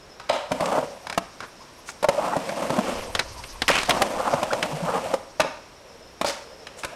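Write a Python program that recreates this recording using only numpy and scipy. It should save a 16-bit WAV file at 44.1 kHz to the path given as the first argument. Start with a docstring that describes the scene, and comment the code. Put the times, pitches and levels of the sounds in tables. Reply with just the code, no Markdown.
"""Skateboard pass in a concrete park

A rider rolls off a ledge, up a bank, close by, pops an ollie into a short slide and rolls away.
Grit under the wheels makes the deck drone, most where a curved ramp presses the board down;
wheels knock, wood and trucks clack. Distance sets the hiss and the echo.
Insects buzz in the trees, and the hardest hits overload the microphone."""
import sys
import numpy as np
from scipy import signal
from scipy.fft import rfft, irfft, next_fast_len
from scipy.io import wavfile

SR = 44100
rng = np.random.default_rng(int(sys.argv[2]) if len(sys.argv) > 2 else 0)


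def dump(signal):
    """Clip the signal to [-1, 1] and save it as 16-bit WAV at the path in sys.argv[1]."""
    limited = np.clip(np.atleast_2d(signal).T, -1, 1)
    pcm = np.round(limited * 32767).astype(np.int16)
    wavfile.write(sys.argv[1], SR, pcm)


N = 306550
TIME = np.arange(N) / SR
SETTLE_S, SNAP_S = 0.026, 0.0004  # attacks: wheels taking the rider's weight, a hard contact

# stretches of rolling: (touchdown [s], length [s], relative level [dB], release t60 [s])
ROLLS = [(0.489, 0.29, -4, 0.93), (2.089, 0.8, -3, 1), (3.867, 1.27, -2, 0.32), (5.78, 0.24, -24, 0.17),
         (6.274, 0.8, -18, 0.46)]
# hiss of sand and bearings: (frequency [Hz], relative level [dB])
HISS_SPECTRUM = [(1200, 5.5), (2700, 4.5), (3800, -1.5), (6500, -4.5), (9000, -4.5), (9700, -10.5),
                 (12000, -12.5), (14200, -23), (16000, -55)]


def rolling(lumps_db=2.5, lumps_hz=30, wander=0.045, wander_hz=7, whirr_sag=0.2, octaves_per_db=0.05):
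    """Grit shakes deck and wheels; each layer swells with contact, ramp pressure and nearness."""
    # curved ramps pressing the wheels down: (centre [s], half length [s], load [dB], extra whirr [dB])
    ramps = [(0.73, 0.105, 10.5, 9.5), (2.262, 0.11, 3, 5.5), (2.82, 0.23, 3.5, -0.5),
             (3.973, 0.044, 2.5, 2), (4.287, 0.135, -0.5, 4), (4.938, 0.087, 3.5, 6)]
    # deck drone, wheel whirr and low growl, each: (frequency [Hz], relative level [dB])
    drone_spectrum = [(350, -28), (500, 8), (595, 7.5), (690, 4), (930, -70)]
    whirr_spectrum = [(480, -31), (690, 4.5), (920, 3.5), (1250, 0.5), (1700, -11.5), (3000, -85)]
    growl_spectrum = [(50, -48), (115, -2), (175, 10.5), (320, 9.5), (750, -37)]
    contact, near = sum(held(*roll, SETTLE_S) for roll in ROLLS), nearness()
    presses = np.array([np.exp(-((TIME - s) / half) ** 4) for s, half, *_ in ramps])
    load_db, whirr_db = np.transpose(ramps)[2:] @ presses
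    lumps = amp(lumps_db * band(0, lumps_hz))
    grains = grit(per_s=7000, spread_db=2.0)
    drone = bend(colour(grains, drone_spectrum), 1 + wander * band(0, wander_hz))
    drone *= amp(-33.5 + 0.28 * near + load_db) * contact ** 0.72
    # the whirr sags in pitch when no ramp presses the wheels
    whirr = bend(colour(grains, whirr_spectrum), 1 - whirr_sag * (1 - presses.sum(0)))
    whirr *= amp(-32.5 + 0.66 * near + whirr_db) * contact
    # the growl climbs as the board closes in
    growl = bend(colour(grains, growl_spectrum), 2 ** (octaves_per_db * near))
    growl *= amp(-39.5 + 0.97 * near + load_db) * contact
    sand = colour(grit(per_s=3800, spread_db=2.5), HISS_SPECTRUM)
    sand *= amp(-36.5 + 0.44 * near + 0.4 * load_db) * contact
    return (drone + whirr + growl) * lumps + sand * np.sqrt(lumps)


def knocks(deck_db=4, thump_db=11, crack_db=2, bite_s=0.0036, lead_s=0.007, lead_db=-9):
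    """Soft wheels set the deck ringing, the board thumps on its bushings and the hardware cracks."""
    # wheel knocks at joints and landings, and one slap of echo off a wall (5.445 s); levels relative:
    # (time [s], deck [dB], pitch [Hz], crack [dB], thump [dB])
    hits = [(0.298, -10.5, 587, -39, -36.5), (0.349, -22.5, 610, -31, -57), (0.517, -14, 610, -16.5, -25.5),
            (0.605, -14, 651, -18, -24.5), (0.779, -12.5, 593, -54, -28.5), (0.827, -20, 593, -52, -30),
            (1.176, -10, 694, -10, -28.5), (2.027, -16.5, 564, -16, -36), (2.042, -8, 602, -15.5, -37),
            (2.086, -3, 576, -7, -26.5), (2.333, -15, 854, -40, -32), (2.364, -11.5, 632, -20.5, -24),
            (2.702, -14.5, 556, -18.5, -24), (2.787, -17, 695, -19.5, -25.5),
            (3.7, -7.5, 565, -10.5, -21.5), (3.893, -8.5, 722, -4.5, -29), (4.018, -7.5, 742, -4.5, -56),
            (4.337, -8.5, 556, -20, -19.5), (4.429, -16.5, 613, -16, -39), (4.532, -12.5, 548, -48, -45),
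            (5.138, -7.5, 530, -17, -54), (5.397, -4.5, 641, -16.5, -19), (5.445, -19.5, 567, -43, -35.5),
            (6.212, -16.5, 680, -14, -33.5), (6.245, -12.5, 600, -17.5, -44), (6.846, -22.5, 550, -16, -47)]
    # modes of deck and bushings for a hit pitched at 600 Hz: (frequency [Hz], relative level [dB])
    deck_modes = [(370, -17.5), (500, -7.5), (600, 5.5), (735, -3.5), (935, -1), (1080, -7.5), (1370, -8.5)]
    bushing_modes = [(158, 0.21), (270, 0.79)]
    # crack of the hardware: (frequency [Hz], relative level [dB])
    crack_spectrum = [(200, 4), (1400, 4.5), (6200, -7), (11000, -13), (16500, -39)]
    out, t = np.zeros(N), np.arange(SR // 5) / SR
    for s, db, hz, crack, thump in hits:
        pitch = hz / 600
        # the rider's weight detunes the deck anew for every blow
        deck, first_wheel = (ring(t, deck_modes, t60=0.043, rise_s=0.0012, pitch=pitch, detune=0.02)
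                             for _ in range(2))
        bushings = ring(t, bushing_modes, t60=0.06, rise_s=0.0078, pitch=pitch)
        hardware = burst(t, crack_spectrum, t60=0.027, hold_s=0.0013) * (1 - np.exp(-t / bite_s))
        add(out, s, amp(db + deck_db) * deck)
        add(out, s, amp(thump + thump_db) * bushings)
        add(out, s, amp(crack + crack_db) * hardware)
        # a rolling board meets a joint at an angle, so one wheel touches lightly first
        if any(start < s < start + length for start, length, *_ in ROLLS):
            add(out, s - lead_s, amp(db + deck_db + lead_db) * first_wheel)
    return out


def clacks(snap_db=-5, wood_db=-11, metal_db=1):
    """Hard contacts give a bright snap, a duller wooden tail and a ping of the trucks."""
    # tail, nose and trucks on concrete or shoes: (time [s], relative level [dB], emphasis [Hz])
    hits = [(0.198, -31, 990), (0.291, -27, 1000), (0.295, -17, 3430), (0.657, -23, 7700),
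            (1.069, -25.5, 994), (1.098, -20, 914), (1.126, -22.5, 936), (1.146, -30, 2030),
            (1.404, -27, 1120), (1.889, -26.5, 1090), (2.491, -23, 1590), (3.1502, -12.5, 3430),
            (3.192, -12.5, 2060), (3.195, -13.5, 4112), (3.438, -27.5, 2780), (3.619, -12.5, 3900),
            (3.6801, -6.5, 2510), (3.6889, -7.5, 1580), (3.7857, -17.5, 4050), (3.831, -19, 8900),
            (3.9066, -8.5, 3020), (4.5311, -15.5, 1390), (4.6271, -12, 2900), (5.402, -8.5, 960),
            (5.415, -18, 1650), (6.669, -28.5, 2860), (6.834, -21.5, 1224)]
    # modes of the metal trucks: (frequency [Hz], relative level [dB])
    truck_modes = [(1480, 7), (2240, 5), (2650, 3.5), (3434, 0.5), (4009, 4.5), (5043, 6.5)]
    out, t = np.zeros(N), np.arange(SR // 5) / SR
    for s, db, spot_hz in hits:
        snap = burst(t, wood_at(spot_hz), t60=0.029, hold_s=0.003)
        wood = burst(t, wood_at(spot_hz), t60=0.099, tilt_db=-5)
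        struck_modes = [(hz, level + focus(hz, spot_hz)) for hz, level in truck_modes]
        metal = ring(t, struck_modes, t60=0.022, rise_s=SNAP_S)
        add(out, s, amp(db) * (amp(snap_db) * snap + amp(wood_db) * wood + amp(metal_db) * metal))
    return out


def booms(peak_skew=0.6):
    """The loaded board bounces on its bushings with one hollow note that swells and is damped."""
    # drops over slab joints: (time [s], length [s], level [dB], pitch [Hz])
    drops = [(0.51, 0.034, -22.5, 177), (2.782, 0.023, -13.5, 214), (4.724, 0.066, -25, 154.2),
             (4.82, 0.052, -21.5, 169.5)]
    out = np.zeros(N)
    for s, length, db, hz in drops:
        t = np.arange(0, length, 1 / SR)
        swell = np.sin(np.pi * (t / length) ** peak_skew) ** 2
        add(out, s, amp(db) * swell * np.sin(2 * np.pi * hz * t))
    return out


def scrapes(release_t60=0.14):
    """Wood and urethane slide over concrete in a crackling rasp that fades as the weight comes off."""
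    # slides: (start [s], length [s], level [dB], emphasis [Hz])
    slides = [(0.311, 0.055, -36.5, 3300), (1.398, 0.048, -36.5, 1280), (1.857, 0.046, -40.5, 6900),
              (2.81, 0.22, -39, 2880), (3.69, 0.098, -22, 2620), (3.79, 0.13, -36.5, 4360),
              (6.248, 0.042, -26, 4900), (6.764, 0.041, -43.5, 7760)]
    rasp = grit(per_s=30000, spread_db=1.5) * amp(2.5 * band(0, 110))
    out = np.zeros(N)
    for s, length, db, spot_hz in slides:
        stroke = rasp[round(s * SR):][:SR // 2]
        t = np.arange(len(stroke)) / SR
        envelope = np.minimum(t / SETTLE_S, 1) * amp(db - 60 * np.maximum(t - length, 0) / release_t60)
        add(out, s, envelope * colour(stroke, wood_at(spot_hz), tilt_db=4 * np.log2(spot_hz / 3000)))
    return out


def squeals(jitter=0.069):
    """Urethane sticks and slips so fast that it gives a short, unsteady tone."""
    # sideways skids: (start [s], length [s], level [dB], first pitch [Hz], last pitch [Hz])
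    skids = [(0.861, 0.098, -36, 588, 548), (2.175, 0.028, -17, 630, 577),
             (4.504, 0.0165, -23.5, 1190, 1680), (6.265, 0.048, -27, 598, 561)]
    out, waver = np.zeros(N), 1 + jitter * band(0, 170)
    for s, length, db, first_hz, last_hz in skids:
        unsteady = waver[round(s * SR):round((s + length) * SR)]
        hz = np.linspace(first_hz, last_hz, len(unsteady)) * unsteady
        tone = np.sin(2 * np.pi * np.cumsum(hz) / SR)
        add(out, s, amp(db) * tone * signal.windows.tukey(len(hz), .5))
    return out


def bearings(song_db=-51.5, hiss_db=-51, coast_t60=48.0, chatter_db=4.5, chatter_hz=14):
    """The bearings sing while the wheels turn and coast on after they leave the ground."""
    # spinning wheels and bearings: (centre [Hz], width [Hz], relative level [dB])
    resonances = [(1005, 124, -2), (5300, 1100, -1.5), (8500, 520, -11), (11000, 1100, -13)]
    spin = np.max([held(s, length, db, coast_t60, SETTLE_S) for s, length, db, _ in ROLLS], 0)
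    song = sum(amp(db + chatter_db * band(0, chatter_hz)) * band(hz, width)
               for hz, width, db in resonances)
    hiss = colour(rng.standard_normal(N), HISS_SPECTRUM, tilt_db=0.5)
    return spin * amp(nearness()) * (amp(song_db) * song + amp(hiss_db) * hiss)


def echo(x, taps_per_s=2500, delay_s=0.00089, build_s=0.016, smear_s=0.00011):
    """Scattered reflections from ramps and trees, smeared in pitch because the board is moving."""
    # decay of the park, longest in the mids: (frequency [Hz], t60 [s])
    decay = [(100, 0.13), (1400, 0.58), (4000, 0.52), (16000, 0.49)]
    # tone of the reflections: (frequency [Hz], relative level [dB])
    tone = [(100, 16.0), (600, 5), (1800, 6.4), (4000, 4), (14000, 3.4)]
    taps = rng.choice([-1., 1.], SR) * (rng.random(SR) < taps_per_s / SR)
    hz, t, spectra = signal.stft(taps, SR, nperseg=256)
    onset = np.clip((t - delay_s) / build_s, 0, 1)
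    fade = amp(read(tone, hz)[:, None] - 60 * t / read(decay, hz)[:, None])
    tail = signal.istft(spectra * onset * fade, SR, nperseg=256)[1]
    wet = signal.fftconvolve(x, tail / np.linalg.norm(tail))[:N]
    return np.interp(TIME + smear_s * band(0, 60), TIME, wet)


def gust():
    """Wind rumbles on the microphone as the rider passes."""
    return held(start=2.82, length=0.9, db=-43.5, t60=4.7, rise_s=0.16) * band(hz=45, width_hz=52)


def insects(buzz_db=-61.5, chirp_db=-64.5, flutter_db=5.5):
    """A chorus buzzes in the trees; one insect flutters just below it in pitch."""
    chirps = band(hz=5190, width_hz=70) * amp(flutter_db * band(0, 8.6))
    return amp(chirp_db) * chirps + amp(buzz_db) * band(hz=5590, width_hz=140)


def air(db=-48.5):
    """Still outdoor air lays a soft, dark bed of noise."""
    # open air: (frequency [Hz], relative level [dB])
    spectrum = [(20, -12), (60, -4), (130, -9), (560, -6), (2000, -16.5), (5500, -22), (12500, -36),
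                (16000, -52)]
    return amp(db) * colour(rng.standard_normal(N), spectrum)


def nearness(reference_m=5):
    """Gain in dB of the board's direct sound over that at the reference distance."""
    # the board's path: (time [s], distance from the microphone [m])
    path = [(0.3, 38), (0.6, 6.14), (2.0, 6.64), (3.1, 2.33), (3.9, 2.58), (5.1, 6.5), (5.8, 23), (6.9, 16)]
    metres = np.interp(TIME, *np.transpose(path))
    return 20 * np.log10(reference_m / np.maximum(metres, 1))


def wood_at(spot_hz):
    """The spectrum of the deck when touched at a spot that favours spot_hz."""
    # struck wood: (frequency [Hz], relative level [dB])
    spectrum = [(100, 4), (1450, 13), (2600, 7.5), (6100, 1), (9000, -3.5), (12000, -14), (16000, -30)]
    hz = np.geomspace(50, SR / 2, 80)
    return np.transpose([hz, read(spectrum, hz) + focus(hz, spot_hz)])


def focus(hz, spot_hz, boost_db=7, width_octaves=0.4):
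    """Bell boost in dB of the range that the touched spot favours."""
    return boost_db * np.exp(-(np.log2((hz + 1) / spot_hz) / width_octaves) ** 2)


def grit(per_s, spread_db):
    """Tiny impacts on sand grains: many small, a few large."""
    size = amp(spread_db * np.minimum(rng.exponential(1, N), 5))
    return size * rng.choice([-1, 1], N) * (rng.random(N) < per_s / SR)


def burst(t, spectrum, t60, hold_s=0, tilt_db=0):
    """A rattle of contacts that starts at once, holds and dies away."""
    fade = amp(-60 * np.maximum(t - hold_s, 0) / t60)
    return colour(rng.choice([-1., 1.], len(t)), spectrum, tilt_db) * fade * (1 - np.exp(-t / SNAP_S))


def ring(t, modes, t60, rise_s, pitch=1, detune=0):
    """Dying sines that swell while the contact lasts."""
    wave = np.zeros(len(t))
    for hz, db in modes:
        tuned_hz = hz * pitch * (1 + detune * rng.standard_normal())
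        wave += amp(db) * np.sin(2 * np.pi * (tuned_hz * t + rng.random()))
    wave *= amp(-60 * t / t60)
    return wave / abs(wave).max() * (1 - np.exp(-t / rise_s))


def band(hz, width_hz):
    """Noise in one bell-shaped band, at rms 1; around 0 Hz it is a slow random wander."""
    size = next_fast_len(N)
    bell = np.exp(-.5 * ((np.fft.rfftfreq(size, 1 / SR) - hz) / width_hz) ** 2)
    return unit(irfft(rfft(rng.standard_normal(size)) * bell, size)[:N])


def colour(x, spectrum, tilt_db=0):
    """Gives x a spectrum, tilted per octave above about 1 kHz, at rms 1."""
    hz = np.fft.rfftfreq(len(x), 1 / SR)
    gain = amp(read(spectrum, hz) + tilt_db * np.log2(1 + hz / 1000))
    return unit(irfft(rfft(x) * gain, len(x)))


def bend(x, ratio):
    """Moves every resonance of x along a curve of pitch ratios."""
    return np.interp(np.cumsum(ratio), np.arange(N), x, period=N)


def held(start, length, db, t60, rise_s):
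    """An envelope: attack, hold, release."""
    attack = np.clip((TIME - start) / rise_s, 0, 1)
    return attack * amp(db - 60 * np.maximum(TIME - start - length, 0) / t60)


def add(mix, s, sound):
    """Adds a sound to the mix at time s."""
    part = mix[max(round(s * SR), 0):][:len(sound)]
    part += sound[:len(part)]


def read(points, hz):
    """Reads a table on a log-frequency axis."""
    f, value = np.transpose(points)
    return np.interp(np.log(hz + 1), np.log(f + 1), value)


def amp(db):
    """Decibels to gain."""
    return 10 ** (np.asarray(db) / 20)


def unit(x):
    """Scales x to rms 1."""
    return x / np.sqrt(np.mean(x ** 2) + 1e-20)


def scene(send_db=-20, low_cut_hz=60):
    """The board, with its deepest bass cut away, in the open air; its echo share grows with distance."""
    board = rolling() + bearings() + knocks() + booms() + clacks() + scrapes() + squeals()
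    board = signal.lfilter(*signal.butter(1, low_cut_hz, "high", fs=SR), board)
    reflections = echo(board * amp(send_db - nearness()))
    return (board + reflections + air() + insects() + gust())[None]


def record(dry):
    """The input stage clips the hardest hits; a steep low-pass trims the top."""
    ceiling, cutoff_hz = 0.305, 16200
    clipped = dry / (1 + (dry / ceiling) ** 8) ** (1 / 8)
    low_pass = signal.firwin(255, cutoff_hz, window=("kaiser", 9), fs=SR)
    return signal.oaconvolve(clipped, low_pass[None], "same")


dry = scene()
out = record(dry)
dump(out)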